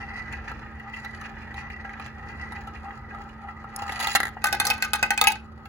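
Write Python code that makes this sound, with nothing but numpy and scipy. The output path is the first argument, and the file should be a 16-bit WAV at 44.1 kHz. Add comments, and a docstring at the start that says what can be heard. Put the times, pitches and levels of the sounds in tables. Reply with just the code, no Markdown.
"""Two marbles in a marble run

A stereo microphone pair in a small carpeted room. A steel and a glass marble circle a plastic funnel,
ringing its modes and swelling once a turn as their orbits quicken. They touch once. The steel one whirls
round the throat, drops, bounces and clatters down a bumpy ramp into a tube while the glass one rolls on.
A low rumble and a steady hum lie underneath."""
import sys
import numpy as np
from scipy import signal
from scipy.fft import rfft, irfft, next_fast_len
from scipy.io import wavfile
from scipy.ndimage import uniform_filter1d

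SR = 44100
rng = np.random.default_rng(int(sys.argv[2]) if len(sys.argv) > 2 else 0)


def unload_audio(sound):
    """Save the sound as a 16-bit wav file, at the path given as the first command line argument."""
    columns = np.transpose(np.atleast_2d(sound))
    # keep every value between -1 and 1, then stretch to whole-number steps
    steps = np.round(np.clip(columns, -1, 1) * 32767)
    wavfile.write(sys.argv[1], SR, steps.astype(np.int16))


N = 250488
TIME = np.arange(N) / SR
ROOM_SAMPLES, RING_SAMPLES = 16384, 6144  # lengths of the room tail and of a part's ring
KNOCK_S = .02  # a knock's level refers to its energy spread over this time

# The glass marble circles wide and fades; the steel one whirls up near the throat and drops.
# Each row: time in seconds, level in dB, grit offset in dB.
GLASS_ROLL = [(0, -39.5, -19), (0.65, -44, -18.5), (1.8, -43, -20), (2.5, -46, -21), (3.3, -54.5, -16.5),
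              (4.4, -46, -20.5), (5.3, -64, -25), (5.68, -69, -25)]
STEEL_ROLL = [(0, -47, -40), (0.85, -46.5, -34), (0.97, -50.5, -3), (1.24, -46.5, -11), (1.36, -49, -26),
              (2.7, -44.5, -16), (3.13, -43, -27), (3.22, -42.5, -21.5), (3.7, -43.5, -24.5),
              (3.88, -33.5, -9), (4.08, -33.5, 1.5), (4.14, -41.5, 10.5), (4.17, -52, -19)]
# Orbits quicken as they shrink.
# Each holds: starting turns per second, their gain per second, first loud moment in turns.
GLASS_ORBIT = (1.0, .25, .2)
STEEL_ORBIT = (2.44, .29, .26)
# Rough spots under the glass marble.
# Each row: middle in seconds, length in seconds, level in dB, grit offset in dB, whirr offset in dB.
GLASS_SCUFFS = [(0.03, 0.034, -45, -5.5, 1.5), (0.175, 0.058, -36, -11, -9), (0.338, 0.051, -42, -13, -5),
                (0.5, 0.097, -41.5, -12.5, -18), (0.945, 0.048, -41.5, -8, 1), (1.05, 0.026, -40, -16, -16),
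                (1.25, 0.026, -35, -13, -12), (1.42, 0.024, -38, -15.5, -13), (1.59, 0.048, -43.5, -4, 0),
                (1.728, 0.022, -47.5, 0, 11), (1.852, 0.009, -41, -25, -14), (2.05, 0.049, -46.5, -3.5, -9),
                (2.29, 0.042, -42, -14, -14), (2.425, 0.057, -35, -17, -29), (2.56, 0.013, -35, -22, -14),
                (2.755, 0.029, -38.5, -14, -7.5)]
# The steel marble's chatter on the ramp, weaker while it hops. Each row: time in seconds, level in dB.
RAMP_CHATTER = [(4.41, -53), (4.46, -40), (4.58, -45.5), (4.69, -38), (4.77, -46), (4.86, -37),
                (4.91, -50.5), (4.97, -43), (5.09, -46), (5.16, -58.5), (5.25, -37.5), (5.33, -37),
                (5.39, -62)]

# Knocks along the run; the spot of contact decides which modes ring. Each row: start in seconds,
# level in dB, then offsets in dB for the low modes, those near 1.3 kHz, the upper ones and the click.
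FUNNEL_KNOCKS = [(0.325, -44.5, -5, 4, 6, -2), (0.515, -42, 8, 4, -3, -7), (0.797, -45.5, -7, 6, 2, -11.5),
                 (0.9404, -37.5, -5, -8, 3, -15), (1.047, -31.5, -14, -3, -13, -11),
                 (1.212, -40, -11, 3, -8, -6), (1.367, -35, -6, -7, -15, -36),
                 (1.5415, -40.5, 3, -6, -1, -8.5), (1.578, -39.5, 1, 0, -1, -23),
                 (1.701, -37.5, -10, -18, -1, -15), (1.847, -31, -1.5, -7, -15, -33),
                 (1.893, -33, -23, -6, -12, -23), (1.997, -41, 10, 10, 1.5, -6.5),
                 (2.062, -42, 4.5, 4, -1, -7), (2.521, -37.5, -3, -1, -14, -8),
                 (2.672, -49.5, 16.5, 16, 5, 0), (2.853, -44, 10, 12, -5, -26),
                 (2.9065, -35, -9, -7, -12, -30), (3.106, -36, -1, -2, -16.5, -30),
                 (3.146, -45, 11.5, 10.5, -15, -10.5), (3.292, -56.5, 10, 6, 10, -7),
                 (3.486, -40, -3, 7, -10, -22), (3.6414, -41, 2, 6, -12, -23),
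                 (3.7267, -48, -11, -1, -6, -27), (3.822, -42.5, 11, -11, 7, -4),
                 (3.880, -40.5, 1, -10, 4, -20), (3.894, -28, 3, -8, -4, -13),
                 (3.921, -34.5, -1, -7, -6, -0.5), (4.0006, -36, 10.5, -2, -7, 7.5),
                 (4.0096, -28, -2, -16, -8, -3), (4.0266, -37, 13, -15, -2, 8), (4.040, -41, 11, -7, 2, 1),
                 (4.0708, -28.5, 5.5, -8, -6, 7.5), (4.129, -39, -4, -4.5, -5, 4),
                 (5.655, -39, 5, -1, 0, -9)]
DROP_KNOCKS = [(4.1508, -6, -4, 0, -21, -6), (4.156, -21.5, -9, 0, 9.5, 8),
               (4.1615, -13, -13.5, 0, -16, -14), (4.3678, -34, 5.5, 0, -9, -31)]
RAMP_KNOCKS = [(4.4412, -14.5, -6.5, 2.5, -7.5, -2), (4.469, -27.5, 0.5, -5, -11, 3.5),
               (4.486, -28, -11, 5, -17, -11), (4.527, -17.5, 1, -5.5, -3, -2),
               (4.5998, -16.5, -2.5, 2, 0, 1), (4.634, -38, 3, 0, -0.5, -10.5),
               (4.6517, -24, 0.5, 2, -0.5, 4.5), (4.6685, -26, 3, 6, -19, 10),
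               (4.7015, -22.5, 1.5, 4, 6.5, 5.5), (4.709, -23.5, 0, -5, 4, -6),
               (4.779, -34.5, -3.5, 6, -5, -7), (4.802, -47, -2.5, 4, -3.5, -13),
               (4.8238, -20.5, -5, -8, 4.5, 1.5), (4.848, -30, -5.5, 9.5, -4, 0),
               (4.9335, -17, -5, 5.5, -2.5, 1.5), (4.9525, -28, -4, 0, -8, 0.5),
               (5.0277, -17.5, 0, 1.5, 6.5, -1), (5.1055, -13.5, -6, -7, -9, -5.5),
               (5.1765, -24, -5, -0.5, 10.5, 2.5)]
TUBE_KNOCKS = [(5.2132, -17.5, 5.5, 2.5, -5.5, 5.5), (5.224, -31.5, 3.5, 0, -5, -4.5),
               (5.2398, -21.5, -1.5, 5, 0, -1), (5.255, -34.5, -2.5, 1, 3, -12),
               (5.2712, -15.5, 3.5, -5.5, 8.5, 3), (5.2808, -30, -0.5, 1, 5, 10),
               (5.3052, -42, -4, 2, 12, 3.5), (5.319, -33.5, 3, 1.5, -8.5, 8.5)]

# What each kind of contact excites in the plastic. Each row: frequency in Hz, relative level in dB.
BOWL_PUSH = [(200, 8.5), (600, -4.5), (800, -3), (1080, -1), (1330, -6), (1500, 1), (1950, -0.5),
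             (2400, -5), (5000, -22.5), (9000, -31.5)]  # soft rolling out in the bowl reaches many modes
THROAT_PUSH = [(200, -5), (600, -7), (820, 1.5), (1050, 0), (1300, 2.5), (1500, -6), (1850, -7),
               (3000, -17), (6000, -41.5)]  # near the throat, mainly the low ones
GLASS_GRIT = [(1400, -18), (2000, -3), (2700, 2), (3700, -4), (4800, 7), (5600, 8), (7000, -1.5),
              (10000, -3.5), (13000, -19), (15000, -27)]
STEEL_GRIT = [(1400, -10.5), (2000, -0.5), (2700, 2.5), (3700, -7), (4800, 6), (5600, -0.5), (7000, 3),
              (9000, -5), (10100, 1), (11500, -9), (13000, -6.5), (15000, -6)]  # harder, so it sparkles higher up
WHIRR_PUSH = [(1500, -32), (2000, 6), (2300, 4), (2750, 8), (3100, -23), (5000, -16.5)]
LANDING_PUSH = [(280, 8), (500, 1.5), (800, -2), (1250, -4.5), (1600, 4.5), (2100, 2.5), (2600, 0),
                (12000, 4)]
SLAP_PUSH = [(300, -9), (800, -1.5), (1600, -3.5), (2200, -5.5), (4000, -21), (9000, -26.5)]
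CHATTER_PUSH = [(300, 6.5), (900, 0), (2000, 4), (4000, -0.5), (6500, -1), (12000, -14)]

# Main modes of the plastic parts. Each row: frequency in Hz, width in Hz, relative level in dB.
FUNNEL_MODES = [(302, 76, -21), (414, 90, -20.5), (600, 42, -18.5), (811.2, 34.7, 2), (871, 20, -5.5),
                (1259.6, 20.6, 0.5), (1331, 24.5, 3.5), (1474, 54, -12), (1638, 18, -0.5), (1861, 31, -2),
                (1746, 30, -8.5), (1950, 71, 1), (2130, 53, -11.5), (2449, 62, -7), (2713, 35, -6.5),
                (2856, 25, -4), (3994, 34, -8), (4685, 140, -19), (6316, 44, -16.5), (6960, 130, -15.5)]
RAMP_MODES = [(361, 19, -18.5), (481, 22, -21.5), (554, 15, -18), (825.3, 25.6, 3), (862, 25, -5),
              (892, 25, -7.5), (1240, 11, -3), (1360, 42, -19.5), (1533, 23.3, 3.5), (1640, 41, -6),
              (1930, 73, -9.5), (2034, 22, -7.5), (2130, 40, -11.5), (2200, 20, -20), (2553, 43, -2.5),
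              (2675, 44, -20), (3170, 14, -28), (3614, 39, -14.5), (4260, 28, -13.5), (4890, 50, -17),
              (6150, 52, -16), (7250, 83, -29), (11900, 91, -34)]
TUBE_MODES = [(343, 14, -19), (477, 12, -14.5), (578, 7.2, -16), (805, 24.3, 3.5), (838, 33.5, 1.5),
              (878, 25, 3.5), (1256, 17, -2), (1580, 25, -11), (1653, 29, -4), (1960, 44, -10.5),
              (2057, 40, -3), (2230, 21, -4), (2551, 29, 3.5), (2840, 49, -10.5), (3100, 63, -18.5),
              (4220, 55, -15)]
# The crowd of weaker shell modes. Each row: frequency in Hz, relative level in dB.
FUNNEL_SHELL = [(150, -20.5), (400, 4), (650, 0), (1100, 7), (1450, -12), (2000, 10.5), (2300, 0),
                (2700, 3.5), (4000, 0.5), (5400, -10), (6700, -4), (8500, -3.5), (10200, -3.5),
                (15000, -10)]
RAMP_AND_TUBE_SHELL = [(150, -7), (400, -15.5), (650, -15), (820, 1), (1050, 7.5), (2000, -0.5),
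                       (3200, 0.5), (5300, -6), (7500, 2), (9000, -1), (11000, -1.5), (13000, -10.5),
                       (15000, -5)]

# Low background rumble, with a faint whirr of rolling near 1.5 kHz.
# Each row: frequency in Hz, relative level in dB.
RUMBLE_SPECTRUM = [(15, -76.5), (25, -48), (32, -23.5), (45, -5), (58, -0.5), (80, 1.5), (98, -9),
                   (125, -5), (170, -13.5), (260, -17.5), (400, -17.5), (700, -27), (1500, -22.5),
                   (2500, -49), (7000, -62.5), (16000, -60)]
# The rumble eases once only one marble is left in the funnel. Each row: time in seconds, level in dB.
RUMBLE_LEVEL = [(0, -42), (0.9, -42.5), (2.1, -42.5), (3.4, -43), (4.8, -43.5), (5.35, -45.5),
                (5.68, -45.5)]
# The room's hum. Each row: frequency in Hz, rms level in dB.
HUM_TONES = [(75.4, -73), (120, -60.5), (220.8, -49.5), (592, -71)]

# Stereo width at the microphones. 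Each row: frequency in Hz, side minus mid in dB.
MIC_WIDTH = [(60, -18), (130, -19.5), (300, -7.5), (800, -7.5), (1500, -0.5), (2500, 8), (5500, 8.5),
             (7500, -18.5), (16000, -0.5)]
# Phase between the microphones. Each row: frequency in Hz, lead of the left in radians.
MIC_PHASE = [(60, 0), (5000, 0), (7200, -1.4), (8500, -3.14), (10700, -6.1), (13300, -9.42), (15500, -12.3)]
# Their unequal sensitivity. Each row: frequency in Hz, left minus right in dB.
MIC_BALANCE = [(60, 0.5), (200, -4.5), (380, -0.5), (750, 2), (1300, 1.5), (2400, -0.9), (4400, -5),
               (8000, 0), (15000, 0.5)]


def rolling(funnel, motion, push_spectrum, grit_spectrum, specks, flutter_db, body_db, grit_db, glide_db,
            sectors=5, glide_hz=1880, swing_hz=201, half_width_hz=225):
    """A marble runs over countless tiny bumps, driving the funnel with soft push, grit and any whirr."""
    angle, push, sharp, whirr = motion
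    flutter = amp(flutter_db * walk(70))
    drives = [(grit(scatter_db=1.5, share=.05) * push * amp(body_db), push_spectrum),
              (specks * sharp * amp(grit_db), grit_spectrum)]
    if whirr.any():
        drives.append((grit() * whirr, WHIRR_PUSH))
    out = 0
    for sector in 2 * np.pi * np.arange(sectors) / sectors:
        # each sector of the bowl favours other modes, so the ring glides down and up once a turn
        presence = flutter * np.maximum(np.cos(angle - sector), 0) * np.sqrt(4 / sectors)
        hz = glide_hz + swing_hz * np.cos(sector + .99)
        band = [(hz - half_width_hz, 0), (hz, glide_db), (hz + half_width_hz, 0)]
        spot = colour(funnel(sector, waver=.012), band)
        for force, spectrum in drives:
            out = out + convolve(force * presence, unit_energy(colour(spot, spectrum)))
    return out


def circling(roll, orbit, swing_db, scuffs=()):
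    """A marble's angle in the bowl and the strengths of its soft push, its grit and its whirr."""
    start_hz, quickening, loud_turn = orbit
    angle = 2 * np.pi * (start_hz * TIME + quickening * TIME ** 2 / 2 - loud_turn)
    times, *columns = np.transpose(roll)
    level_db, grit_db = (np.interp(TIME, times, column) for column in columns)
    push = amp(level_db + swing_db * np.cos(angle))
    sharp, whirr = push * amp(grit_db), np.zeros(N)
    for middle_s, length_s, db, rough_db, whirr_db in scuffs:
        swell = amp(db) * np.exp(-2 * np.minimum(((TIME - middle_s) / length_s) ** 2, 20))
        push = np.hypot(push, swell)
        sharp = np.hypot(sharp, swell * amp(rough_db))
        whirr = whirr + swell * amp(whirr_db)
    return angle, push, sharp, whirr


def grit(scatter_db=6, share=.022):
    """Sparse sharp specks of uneven size under a marble."""
    specks = rng.standard_normal(N) * (rng.random(N) < share)
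    return unit(specks * amp(scatter_db * rng.standard_normal(N)))


def plastic(modes, shell, phase_step, spot_db, fine_db, fine_width_hz, shell_db, shell_t60_s,
            crack_db, crack_t60_s, fine_count=32, detune=.007):
    """A moulded part; returns a function that gives its response at a new spot of contact."""
    fine_hz = 3000 + 13000 * (np.arange(fine_count) + rng.random(fine_count)) / fine_count
    fine_modes = [(hz, fine_width_hz, np.interp(hz, *np.transpose(shell))) for hz in fine_hz]
    fine_waves = mode_waves(fine_modes, phase_step)

    def response(angle=0, waver=0):
        """Main modes, fine treble modes, a crowd of weak ones and the crack of contact."""
        # the marble's weight detunes each mode a little, and a spot near a node hardly moves it
        chance = rng.standard_normal((len(modes), 2))
        bends = waver * np.cos(angle + np.arange(len(modes)))  # pitches bend as the marble circles
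        spot_modes = [(hz * (1 + detune * pitch + bend), width, db + spot_db * strength)
                      for (hz, width, db), (pitch, strength), bend in zip(modes, chance, bends)]
        ring = unit_energy(mode_waves(spot_modes, phase_step).sum(axis=0))
        weights = rng.standard_normal(fine_count) * rng.random(fine_count)
        fine = unit_energy(np.tensordot(weights, fine_waves, 1))
        crowd = amp(shell_db) * burst(shell_t60_s, RING_SAMPLES)
        crack = amp(crack_db) * burst(crack_t60_s, RING_SAMPLES)
        noise = np.hypot(amp(shell_db), amp(crack_db)) * unit_energy(colour(crowd + crack, shell))
        return unit_energy(ring + amp(fine_db) * fine + noise)
    return response


def mode_waves(modes, phase_step):
    """The decaying wave of each mode at both microphones: modes x 2 x samples."""
    hz, width, db = np.transpose(modes)[:, :, None, None]
    t, k = TIME[:RING_SAMPLES], np.arange(len(modes))[:, None, None]
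    # each mode radiates its own way, so it reaches the two microphones out of phase
    side = amp(np.interp(hz, *np.transpose(MIC_WIDTH)))
    spread = .5 * np.arctan(side) * (-1) ** k * np.array([[1], [-1]])
    # neighbouring modes that start out of step make the ring swell after the blow
    phase = 2 * np.pi * hz * t + k * phase_step + spread
    return amp(db) * width * np.exp(-np.pi * width * t) * np.sin(phase)


def knocks(table, part, gain_db, skid_db, skid_t60_s, lightness, rebound_db, slap_db=None):
    """Each blow rings the part, coloured by where and how hard the marble lands."""
    out = np.zeros((2, N))
    for start_s, db, low_db, middle_db, upper_db, click_db in table:
        # the lighter the touch, the more it skids and chatters
        chatter = rng.standard_normal((3, RING_SAMPLES)).prod(axis=0)
        skid = unit_energy(chatter * decay(skid_t60_s, RING_SAMPLES))
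        force = signal.unit_impulse(RING_SAMPLES) + amp(skid_db - lightness * (db + 24)) * skid
        rebounds = (SR * rng.uniform(.006, .045, size=3)).astype(int)
        force[rebounds] += amp(rebound_db + 4.8 * rng.standard_normal(3))
        force = unit_energy(force)
        if slap_db is not None:
            force = force + amp(slap_db) * joint_rattle()
        ring = convolve(force, part())[:, :RING_SAMPLES]
        contact = [(950, low_db), (1150, middle_db), (1380, middle_db), (1490, 0), (2050, 0),
                   (2400, upper_db), (2900, upper_db), (3600, click_db)]
        add(out, start_s, amp(db + gain_db) * np.sqrt(KNOCK_S * SR) * colour(ring, contact))
    return out


def landing(funnel, t60_s):
    """The short, bright clack of the steel marble landing below the funnel."""
    return lambda: unit_energy(colour(funnel(), LANDING_PUSH) * decay(t60_s, RING_SAMPLES))


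def bounces(start_s=4.2022, hop_s=.0294, restitution=.73, first_db=-17, loss_db=4, count=6):
    """Knock rows for the steel marble after its drop, each hop shorter and weaker than the last."""
    contact_db = (-3, 0, -14, -9)  # low, middle, upper, click
    times = start_s + hop_s * (1 - restitution ** np.arange(count)) / (1 - restitution)
    return [(s, first_db - loss_db * k, *contact_db) for k, s in enumerate(times)]


def joint_rattle(gap_s=.0145, scatter=.1186, loss_db=9, count=3):
    """The struck ramp rocks in its loose joints: a few dull slaps, each weaker than the last."""
    slaps, k = np.zeros(RING_SAMPLES), np.arange(count)
    when_s = gap_s * (k + 1 + scatter * rng.standard_normal(count))
    slaps[(SR * when_s).astype(int) % RING_SAMPLES] = amp(-loss_db * k)
    return colour(slaps, SLAP_PUSH)


def ramp_roll(ramp, flutter_db=3, contacts=3):
    """Between knocks the steel marble chatters along the ramp, touching its floor and both walls."""
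    level_db = np.interp(TIME, *np.transpose(RAMP_CHATTER), left=-120, right=-120)
    level = amp(level_db + flutter_db * walk(50))
    out = 0
    for _ in range(contacts):
        force = grit(share=.006) * level
        out = out + convolve(force, unit_energy(colour(ramp(), CHATTER_PUSH)))
    return out / np.sqrt(contacts)


def marble_clack(start_s=3.7618, db=-36, t60_s=.016):
    """Steel meets glass: one very short, bright tick."""
    out = np.zeros((2, N))
    spectrum = [(1000, -31), (3000, -30), (6000, -2), (10000, 8.5), (12500, -3), (16000, -13)]
    tick = unit_energy(colour(burst(t60_s), spectrum))
    add(out, start_s, amp(db) * np.sqrt(KNOCK_S * SR) * tick)
    return out


def room(x, wet_db=-11, t60_s=.24, build_s=.0027):
    """Close walls send a short tail back to the microphones; the carpet dulls it."""
    build_up = 1 - np.exp(-(TIME[:ROOM_SAMPLES] / build_s) ** 2)
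    tail = unit_energy(burst(t60_s) * build_up)
    dulled = colour(tail, [(300, 11.5), (2000, -2.5), (5000, -7), (10000, -8), (16000, -20)])
    return x + amp(wet_db) * convolve(x, dulled)


def background(swell_db=1.15, waver_db=1, drift_radians=.17):
    """A low rumble that swells and sinks, and a slightly wavering hum."""
    level_db = np.interp(TIME, *np.transpose(RUMBLE_LEVEL)) + swell_db * walk(5.1)
    rumble = unit(colour(stereo_noise(N), RUMBLE_SPECTRUM)) * amp(level_db)
    hum = 0
    for hz, db in HUM_TONES:
        peak = np.sqrt(2) * amp(db + waver_db * walk(4.17))
        hum = hum + peak * np.sin(2 * np.pi * hz * TIME + drift_radians * walk(12))
    return rumble + hum


def stereo_noise(size):
    """Diffuse noise as the microphone pair picks it up."""
    mid, side = rng.standard_normal((2, size))
    return unit(mid + np.array([[1], [-1]]) * colour(side, MIC_WIDTH))


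def burst(t60_s, size=ROOM_SAMPLES):
    """A dense crowd of modes dying away together."""
    return unit_energy(stereo_noise(size) * decay(t60_s, size))


def decay(t60_s, size):
    """An envelope that falls 60 dB in t60_s."""
    return np.exp(-np.log(1000) * TIME[:size] / t60_s)


def walk(rate_hz):
    """Smooth random wander with a spread near 1."""
    hold = int(SR / rate_hz)
    steps = np.repeat(rng.standard_normal(N // hold + 1), hold)
    return unit(uniform_filter1d(steps, hold)[:N])


def amp(db):
    """Decibels to gain."""
    return 10 ** (np.asarray(db) / 20)


def unit(x):
    """Scale to rms 1."""
    return x / np.sqrt(np.mean(x ** 2))


def unit_energy(x):
    """Scale a response so that it passes the power of white noise unchanged."""
    return unit(x) / np.sqrt(x.shape[-1])


def over_hz(points, size):
    """Join (Hz, value) points on a log axis, for the bins of a transform."""
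    hz, value = np.transpose(points)
    return np.interp(np.log(np.fft.rfftfreq(size, 1 / SR) + 1), np.log(hz), value)


def colour(x, points):
    """Minimum-phase filter with the given (Hz, dB) response."""
    size = 2 * next_fast_len(x.shape[-1] // 2 + 2048)
    cepstrum = irfft(np.log(amp(over_hz(points, size))))
    cepstrum[1:size // 2] *= 2
    cepstrum[size // 2 + 1:] = 0
    return irfft(rfft(x, size) * np.exp(rfft(cepstrum)))[..., :x.shape[-1]]


def convolve(x, response):
    """Play a signal through a stereo response."""
    return signal.oaconvolve(np.atleast_2d(x), response, axes=1)[:, :N]


def add(out, start_s, sound):
    """Mix a sound in at a time."""
    start = int(start_s * SR)
    out[:, start:start + sound.shape[1]] += sound[:, :N - start]


def scene():
    """Both marbles on the run, heard from within the small room."""
    funnel = plastic(FUNNEL_MODES, FUNNEL_SHELL, phase_step=.66, spot_db=2.5, fine_db=-10.5,
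                     fine_width_hz=48, shell_db=-8, shell_t60_s=.035, crack_db=-7.5, crack_t60_s=.031)
    ramp = plastic(RAMP_MODES, RAMP_AND_TUBE_SHELL, phase_step=2.31, spot_db=1.5, fine_db=-8.5,
                   fine_width_hz=120, shell_db=-12.5, shell_t60_s=.075, crack_db=-9.5, crack_t60_s=.025)
    tube = plastic(TUBE_MODES, RAMP_AND_TUBE_SHELL, phase_step=2.36, spot_db=.5, fine_db=-7.5,
                   fine_width_hz=110, shell_db=-17, shell_t60_s=.068, crack_db=-9, crack_t60_s=.022)
    in_funnel = knocks(FUNNEL_KNOCKS, funnel, gain_db=0,
                       skid_db=-4, skid_t60_s=.018, lightness=.4, rebound_db=-30)
    drop = knocks(DROP_KNOCKS, landing(funnel, t60_s=.14), gain_db=-3.5,
                  skid_db=10, skid_t60_s=.035, lightness=.4, rebound_db=-52)
    hops = knocks(bounces(), landing(funnel, t60_s=.17), gain_db=-2.5,
                  skid_db=-24, skid_t60_s=.008, lightness=.16, rebound_db=-43.5)
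    on_ramp = knocks(RAMP_KNOCKS, ramp, gain_db=-1.7,
                     skid_db=0, skid_t60_s=.026, lightness=.25, rebound_db=-22, slap_db=-2.5)
    in_tube = knocks(TUBE_KNOCKS, tube, gain_db=-.5,
                     skid_db=-1, skid_t60_s=.022, lightness=.3, rebound_db=-30)
    glass_motion = circling(GLASS_ROLL, GLASS_ORBIT, swing_db=2, scuffs=GLASS_SCUFFS)
    glass = rolling(funnel, glass_motion, BOWL_PUSH, GLASS_GRIT, grit(share=.05),
                    flutter_db=2.5, body_db=-4, grit_db=-1, glide_db=6.5)
    steel_motion = circling(STEEL_ROLL, STEEL_ORBIT, swing_db=2.4)
    steel = rolling(funnel, steel_motion, THROAT_PUSH, STEEL_GRIT, grit(share=.017),
                    flutter_db=1.5, body_db=-3.5, grit_db=-.5, glide_db=3)
    clatter = in_funnel + drop + hops + on_ramp + in_tube + ramp_roll(ramp) + marble_clack()
    return room(glass + steel + clatter) + background()


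def record(dry):
    """The microphones differ in phase and sensitivity; peaks are rounded and the top is cut steeply."""
    ceiling, top_hz = .8, 15900
    size = 2 * next_fast_len(N // 2 + ROOM_SAMPLES)
    tilt = amp(over_hz(MIC_BALANCE, size) / 2)
    microphones = np.array([tilt * np.exp(1j * over_hz(MIC_PHASE, size)), 1 / tilt])
    heard = irfft(rfft(dry, size) * microphones)[:, :N]
    rounded = heard / (1 + (heard / ceiling) ** 4) ** .25
    return signal.sosfilt(signal.ellip(8, .2, 70, top_hz, fs=SR, output="sos"), rounded)


dry = scene()
out = record(dry)
unload_audio(out)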